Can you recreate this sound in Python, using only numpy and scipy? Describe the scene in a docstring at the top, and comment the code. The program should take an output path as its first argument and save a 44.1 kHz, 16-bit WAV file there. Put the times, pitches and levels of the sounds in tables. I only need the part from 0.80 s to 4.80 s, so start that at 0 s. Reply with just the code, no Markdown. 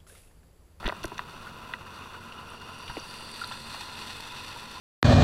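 """A small boat's engine throbs low, its exhaust puffing with each firing, as it motors over a calm sea.
Bursting bubbles make the wash along the hull and the fizz of the wake, which swells halfway through
as the microphone turns to it; a few splashes plop. The case of the hand-held camera colours the water
and rings as fingers knock and click on it. Light wind rumbles on the microphone."""
import sys
import numpy as np
from scipy import signal
from scipy.fft import rfft, irfft
from scipy.io import wavfile

SR = 44100
rng = np.random.default_rng(int(sys.argv[2]) if len(sys.argv) > 2 else 0)


def put_to_file(sound):
    """Save the sound as 16-bit audio at rate SR, in the file named by the first command-line argument."""
    columns = np.atleast_2d(sound).T  # one column per channel
    safe = np.clip(columns, -1, 1)
    whole_steps = np.round(safe * 32767)
    wavfile.write(sys.argv[1], SR, whole_steps.astype(np.int16))


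N = 176400
T = np.arange(N) / SR

# engine hum: multiple of the firing rate, rms level/dB
HUM_HARMONICS = [(1, -68.5), (2, -60), (3, -63), (4, -69), (5, -61.5)]
# exhaust burbling at the waterline: f/Hz, relative level/dB
EXHAUST_SPECTRUM = [(40, -6.5), (70, 0), (120, -0.5), (200, -1.5), (300, -4.5), (480, -5), (700, -10.5),
                    (1200, -33), (3000, -66)]
# water along the hull: f/Hz, relative level/dB
WASH_SPECTRUM = [(300, -16), (700, -3), (1000, 1.5), (1450, 3.5), (1750, -9.5), (2700, -6), (4500, -18),
                 (6500, -20), (10000, -21.5), (13000, -22), (16000, -33)]
# rise and fall of the wash: t/s, level/dB
WASH_FADER = [(0, -49.5), (.42, -47), (.65, -46), (1.0, -47), (1.35, -44.5), (1.6, -47), (2.0, -45),
              (2.45, -49), (2.9, -47.5), (3.5, -46.5), (4, -49)]
# foam of the wake: f/Hz, relative level/dB
WAKE_SPECTRUM = [(600, -20), (850, 4.5), (1200, -8.5), (1800, 1), (2700, -2), (3600, -1.5), (4700, 2.5),
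                 (6500, -11), (8000, -7.5), (10000, -11), (13000, -14.5), (16000, -29)]
# how squarely the microphone faces the wake: t/s, level/dB
WAKE_FADER = [(0, -52), (.45, -55.5), (.51, -52), (.6, -54), (1.05, -57.5), (1.17, -53.5), (1.6, -57.5),
              (2.0, -53), (2.35, -47), (2.75, -46), (2.9, -45.5), (3.0, -44), (3.1, -45.5), (3.3, -44.5),
              (3.7, -44.5), (4, -45.5)]
# wake resonances, each strongest at one moment of the turn: f/Hz, width/Hz, level/dB, t/s
WAKE_RESONANCES = [(2828, 220, -52.5, 2.13), (4620, 200, -52, 2.47), (4184, 190, -51.5, 2.88),
                   (5660, 260, -63.5, 2.05), (9830, 490, -64.5, 2.3), (8650, 1100, -58.5, 2.63),
                   (10940, 700, -68, 2.65), (7970, 880, -63, 3.15), (2584, 94, -54.5, 3.39),
                   (3550, 380, -54.5, 3.4)]
# wavelets breaking in the wake: t/s, lift/dB, further boost or cut of the spray/dB
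WAVELETS = [(.49, 1.5, 4), (1.135, 5, -1), (2.61, 3, 5), (2.715, 5.5, -7), (2.93, 2.5, 2), (3.003, 5.5, -3),
            (3.17, 4.5, -1), (3.215, 5, -2), (3.263, 2, 4), (3.295, 6.5, -6), (3.4, 2, 6), (3.56, 3.5, -3),
            (3.66, 3, -2)]
# bubbles and splashes beside the hull: t/s, peak level/dB, f/Hz, t60/s, splash share 0-1
BUBBLES = [(0.665, -34.5, 1406, 0.1, 0.24), (1.34, -35.5, 1190, .06, 0.9),
           (1.521, -34.5, 2777, 0.029, 0.34), (2.077, -32, 2796, 0.058, 0.4), (2.615, -25, 1380, 0.034, 0),
           (2.637, -26.5, 1340, 0.03, 0.21), (2.711, -31, 970, 0.027, 0.28),
           (2.716, -31.5, 1346, 0.066, 0.27), (2.944, -31, 1110, 0.037, 0.45),
           (3.356, -39, 990, 0.018, 0.2), (3.76, -35.5, 930, 0.087, .3), (3.971, -36, 1000, 0.068, 0.14)]
# drops of spray landing: t/s, peak level/dB, f/Hz
DROPS = [(.622, -49, 9500), (1.703, -38, 9300), (1.988, -41.5, 8900), (2.199, -37, 5400),
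         (2.516, -36, 8900), (2.638, -32, 3700), (2.6433, -27, 4050), (2.675, -36, 9500),
         (2.713, -33, 2940), (2.724, -32, 3400)]
# fingers knocking on the case: t/s, level/dB, low f/Hz, high f/Hz, rattle t60/s, rattle amount 0-1
FINGER_KNOCKS = [(0.029, -27, 496, 1730, .035, 0.12), (0.0424, -25, 700, 2160, 0.053, 0.12),
                 (.055, -22, 600, 1730, 0.019, .1), (0.058, -23, 700, 3820, 0.05, .17),
                 (.064, -20.5, 1400, 3700, 0.035, 0.17), (.0679, -19, 1300, 3720, .012, 0.2),
                 (0.0792, -18.5, 240, 1600, 0.03, .08), (0.0878, -22, 2260, 4540, 0.018, 0.16),
                 (.095, -17.5, 540, 1980, 0.026, 0.12), (0.1002, -23.5, 960, 2520, 0.03, 0),
                 (0.1235, -21.5, 220, 1550, 0.031, 0.22), (.2442, -26, 270, 486, 0.052, 0.03),
                 (.243, -23, 553, 1670, 0.033, 0.22), (0.3191, -26, 260, 1420, 0.037, 0.09),
                 (.3803, -23.5, 1000, 4530, .024, 0.1), (0.3927, -16, 805, 1780, .022, 0.06),
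                 (0.937, -19.5, 850, 3370, .014, 0.19), (0.9375, -21, 890, 2180, 0.016, 0.14),
                 (2.097, -28.5, 850, 1660, 0.075, .4), (2.1692, -24, 332, 850, .012, 0.06),
                 (2.1695, -28, 1400, 2980, 0.013, 0.17), (2.1724, -24.5, 226, 534, 0.017, 0.14)]
# the case ticking under the grip: t/s, peak level/dB, high f/Hz
GRIP_TICKS = [(0.077, -28, 9000), (0.231, -34, 7960), (.233, -31, 9000), (.238, -27, 6040),
              (.241, -29, 13000), (.2545, -28, 10000), (.280, -36, 12000), (.344, -39, 6500),
              (0.3805, -32, 7500), (.393, -29, 4540)]
# the grip shifting and thumping the microphone: t/s, level/dB, length/s
GRIP_THUMPS = [(0.045, -26.5, 0.038), (0.226, -40.5, 0.053), (2.082, -45, 0.041)]
# a fingertip on the microphone port: t/s, peak level/dB, length/s, push +1 or lift -1
PORT_THUDS = [(0.0588, -20, 0.0029, -1), (.0695, -34, 0.01, 1), (0.2534, -31.5, 0.0036, 1),
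              (.258, -39, .007, -1), (2.098, -33.5, 0.0071, 1), (2.112, -39, 0.0053, -1)]
# peaks and dips of the camera case: f/Hz, width/Hz, gain/dB at full depth
CASE_EQ = [(337, 275, 7), (997.4, 143, 11), (1366, 118, 5.5), (1750, 710, 3.5), (2277, 140, -8.5),
           (2570, 265, 6.5), (2822, 250, 7.5), (3120, 240, -4.5), (3584, 500, 9.5), (3970, 170, -4),
           (4370, 320, 4), (5320, 600, -6.5), (5510, 280, 5.5), (5875, 260, 8.5), (6830, 650, -1),
           (8600, 400, -3), (9180, 650, 3.5), (10000, 350, -1.5), (12150, 700, -3.5), (13200, 540, 2),
           (13700, 500, -5), (14400, 600, 2)]
# further peaks and dips when the case is struck: f/Hz, width/Hz, gain/dB at full depth
STRUCK_EQ = [(340, 120, 7), (496, 52, -10.5), (603, 120, 6.5), (1550, 68, 4), (1965, 220, 7),
             (7300, 2000, -7), (11400, 600, 8)]
# wind on the microphone: f/Hz, relative level/dB
WIND_SPECTRUM = [(10, 8), (25, 10), (45, -1), (90, -34), (300, -29.5)]

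FIRING_HZ, SPEED_WANDER, HUM_WAVER_DB = 44.92, 0.0128, 2.5
EXHAUST_DB, EXHAUST_THROB = -51.5, 0.23
WASH_FLUTTER_DB, FOAM_FLUTTER_DB, SPRAY_FLUTTER_DB, RESONANCE_FLUTTER_DB = 1.5, 1.44, 1.0, 2
SPRAY_FROM_HZ, TURN_HALF_WIDTH_S, WAVELET_ATTACK_S = 7000, 0.42, 0.0072
PLOP_ATTACK_S, PLOP_RISE_PER_S, SPLASH_BAND_RATIO, DROP_BAND_RATIO = 0.0031, 2.2, 1.32, 1.15
KNOCK_TRIM_DB, CRACK_DB = -1, -24
THUMP_HZ, THUMP_TOP_HZ, THUMP_RUMBLE = 27.2, 273, 0.41
WIND_DB, GUST_DB = -59.5, 2
HIGH_CUT_HZ = 15800


def engine():
    """The low throb: a wavering hum on the firing rate, and exhaust that puffs with every firing."""
    phase = 2 * np.pi * np.cumsum(FIRING_HZ * (1 + SPEED_WANDER * drift(1.843))) / SR
    hum = np.zeros(N)
    for multiple, db in HUM_HARMONICS:
        gain = np.sqrt(2) * from_db(db + HUM_WAVER_DB * drift(5))
        hum += gain * np.sin(multiple * phase + rng.uniform(0, 2 * np.pi))
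    puffs = rng.standard_normal(N) * (1 + EXHAUST_THROB * np.cos(phase))
    return hum + from_db(EXHAUST_DB) * coloured(puffs, EXHAUST_SPECTRUM)


def hull_wash():
    """A bed of bubbling water gurgles along the hull, coloured by the camera case."""
    water = froth(bursts_per_s=1500, spread_db=1.5, hiss=1) * from_db(WASH_FLUTTER_DB * drift(18))
    return from_db(curve(WASH_FADER)) * through_case(coloured(water, WASH_SPECTRUM))


def wake():
    """Foam fizzes astern, swelling and changing colour as the microphone swings round to it."""
    fizz = dict(bursts_per_s=4000, spread_db=3, hiss=0.48)
    foam = coloured(froth(**fizz), WAKE_SPECTRUM) * from_db(FOAM_FLUTTER_DB * drift(60))
    spray = signal.sosfiltfilt(signal.butter(2, SPRAY_FROM_HZ, "high", fs=SR, output="sos"), foam)
    foam_db, spray_db = wavelet_lifts_db()
    spray_gain = from_db(spray_db + SPRAY_FLUTTER_DB * drift(25))
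    foam = foam - spray + spray * spray_gain  # the top end rides its own fader
    out = from_db(curve(WAKE_FADER) + foam_db) * through_case(foam)
    raw_foam = froth(**fizz)
    for hz, width_hz, db, s in WAKE_RESONANCES:
        facing = 1 / (1 + ((T - s) / TURN_HALF_WIDTH_S) ** 2)
        resonance = rms_one(band(raw_foam, hz - width_hz / 2, hz + width_hz / 2))
        out += facing * from_db(db + RESONANCE_FLUTTER_DB * drift(26)) * resonance
    return out


def wavelet_lifts_db():
    """Each breaking wavelet bumps the foam's level and briefly brightens or dulls its spray."""
    lift = np.zeros((2, N))
    for s, foam_db, spray_db in WAVELETS:
        age = np.maximum(T - s, 0) / WAVELET_ATTACK_S
        lift += np.outer([foam_db, spray_db], age * np.exp(1 - age))
    return lift


def plops():
    """Each bubble rings with a slight upward bend inside its splash; drops of spray tick on top."""
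    out, t = np.zeros(N), T[:SR // 10]
    for s, db, hz, t60, share in BUBBLES:
        tone = np.sin(2 * np.pi * hz * t * (1 + PLOP_RISE_PER_S * t / 2))
        splash = band(rng.standard_normal(len(t)), hz / SPLASH_BAND_RATIO, hz * SPLASH_BAND_RATIO)
        envelope = np.minimum(t / PLOP_ATTACK_S, 1) * from_db(-60 * t / t60)
        plop = ((1 - share) * tone + share * rms_one(splash)) * envelope
        add(out, s, from_db(db) * plop / np.abs(plop).max())
    for s, db, hz in DROPS:
        add(out, s, from_db(db) * hit(hz / DROP_BAND_RATIO, hz * DROP_BAND_RATIO, t60=0.012))
    return out


def handling():
    """A hand on the camera: dull knocks, bright ticks, deep thumps and pressure pulses at the port."""
    out = np.zeros(N)
    for s, db, low_hz, high_hz, t60, rattle in FINGER_KNOCKS:
        add(out, s, from_db(db + KNOCK_TRIM_DB) * hit(low_hz, high_hz, t60, rattle))
    for s, db, high_hz in GRIP_TICKS:
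        add(out, s, from_db(db) * hit(low_hz=2420, high_hz=high_hz, t60=0.013))
    for s, db, length in GRIP_THUMPS:
        t = T[:int(length * SR)]
        rumble = rms_one(band(rng.standard_normal(N), THUMP_HZ, THUMP_TOP_HZ))[:len(t)]
        sub = np.sin(2 * np.pi * THUMP_HZ * t)
        add(out, s, from_db(db) * np.sin(np.pi * t / length) * (THUMP_RUMBLE * rumble - sub))
    for s, db, length, direction in PORT_THUDS:
        pulse = np.sin(np.pi * T[:int(length * SR)] / length) ** 2
        add(out, s, direction * from_db(db) * pulse)
    return out


def wind():
    """Light gusts on the microphone lay a lumpy rumble under everything."""
    return from_db(WIND_DB - GUST_DB * drift(2.5)) * coloured(rng.standard_normal(N), WIND_SPECTRUM)


def froth(bursts_per_s, spread_db, hiss):
    """Bubbles of all sizes burst at random, over the smooth hiss of the many far ones."""
    sizes = from_db(spread_db * np.minimum(rng.exponential(1, N), 4)) * rng.choice([-1, 1], N)
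    bursts = sizes * (rng.random(N) < bursts_per_s / SR)
    return rms_one(bursts) + hiss * rng.standard_normal(N)


def hit(low_hz, high_hz, t60, rattle=0.18):
    """A band-passed click and dying rattle with a faint bright crack, ringing in the case; peak 1."""
    t = T[:SR // 10]
    force = rattle * rng.standard_normal(len(t)) * from_db(-60 * t / t60)
    force[0] += 1  # the click
    body = rms_one(band(force, low_hz, high_hz, order=3))
    crack = from_db(CRACK_DB) * rms_one(force)
    sound = through_case(body + crack, depth=0.85, peaks=CASE_EQ + STRUCK_EQ)
    return sound / np.abs(sound).max()


def through_case(x, depth=1, peaks=CASE_EQ):
    """The camera case's colour as a chain of bell filters; unit power."""
    for hz, width_hz, db in peaks:
        gain = from_db(depth * db / 2)
        width = np.pi * width_hz / SR
        tuning = -2 * np.cos(2 * np.pi * hz / SR)
        x = signal.lfilter([1 + width * gain, tuning, 1 - width * gain],
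                           [1 + width / gain, tuning, 1 - width / gain], x)
    return rms_one(x)


def drift(rate_hz):
    """Smooth random modulation, mostly slower than rate_hz, with spread 1."""
    step, warm_up = 40, 2000  # one control point every 40 samples
    pole = np.exp(-2 * np.pi * rate_hz * step / SR)
    noise = rng.standard_normal(N // step + warm_up + 2)
    slow = signal.lfilter([1], [1, -2 * pole, pole * pole], noise)[warm_up:]
    return np.interp(np.arange(N) / step, np.arange(len(slow)), rms_one(slow))


def coloured(x, spectrum):
    """EQ a steady sound along points of f/Hz, level/dB; unit power."""
    hz, db = np.transpose(spectrum)
    bin_hz = np.maximum(np.arange(N // 2 + 1) * SR / N, 1)
    gain = from_db(np.interp(np.log(bin_hz), np.log(hz), db))
    return rms_one(irfft(rfft(x) * gain, N))


def band(x, low_hz, high_hz, order=2):
    """Causal band-pass."""
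    return signal.sosfilt(signal.butter(order, [low_hz, high_hz], "band", fs=SR, output="sos"), x)


def curve(rows):
    """A fader move: straight lines between points of t/s, level/dB."""
    return np.interp(T, *np.transpose(rows))


def add(out, s, sound):
    """Mix a one-shot in at s seconds."""
    start = int(s * SR)
    out[start:start + len(sound)] += sound[:N - start]


def from_db(db):
    """Decibels to gain."""
    return 10 ** (np.asarray(db) / 20)


def rms_one(x):
    """Scale to unit power."""
    return x / np.sqrt(np.mean(x ** 2) + 1e-20)


def scene():
    """The mono mix at the camera's microphone."""
    return (engine() + hull_wash() + wake() + plops() + handling() + wind())[None]


def record(dry):
    """A steep high cut takes off the very top."""
    return signal.sosfilt(signal.ellip(12, .1, 80, HIGH_CUT_HZ, fs=SR, output="sos"), dry)


dry = scene()
out = record(dry)
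put_to_file(out)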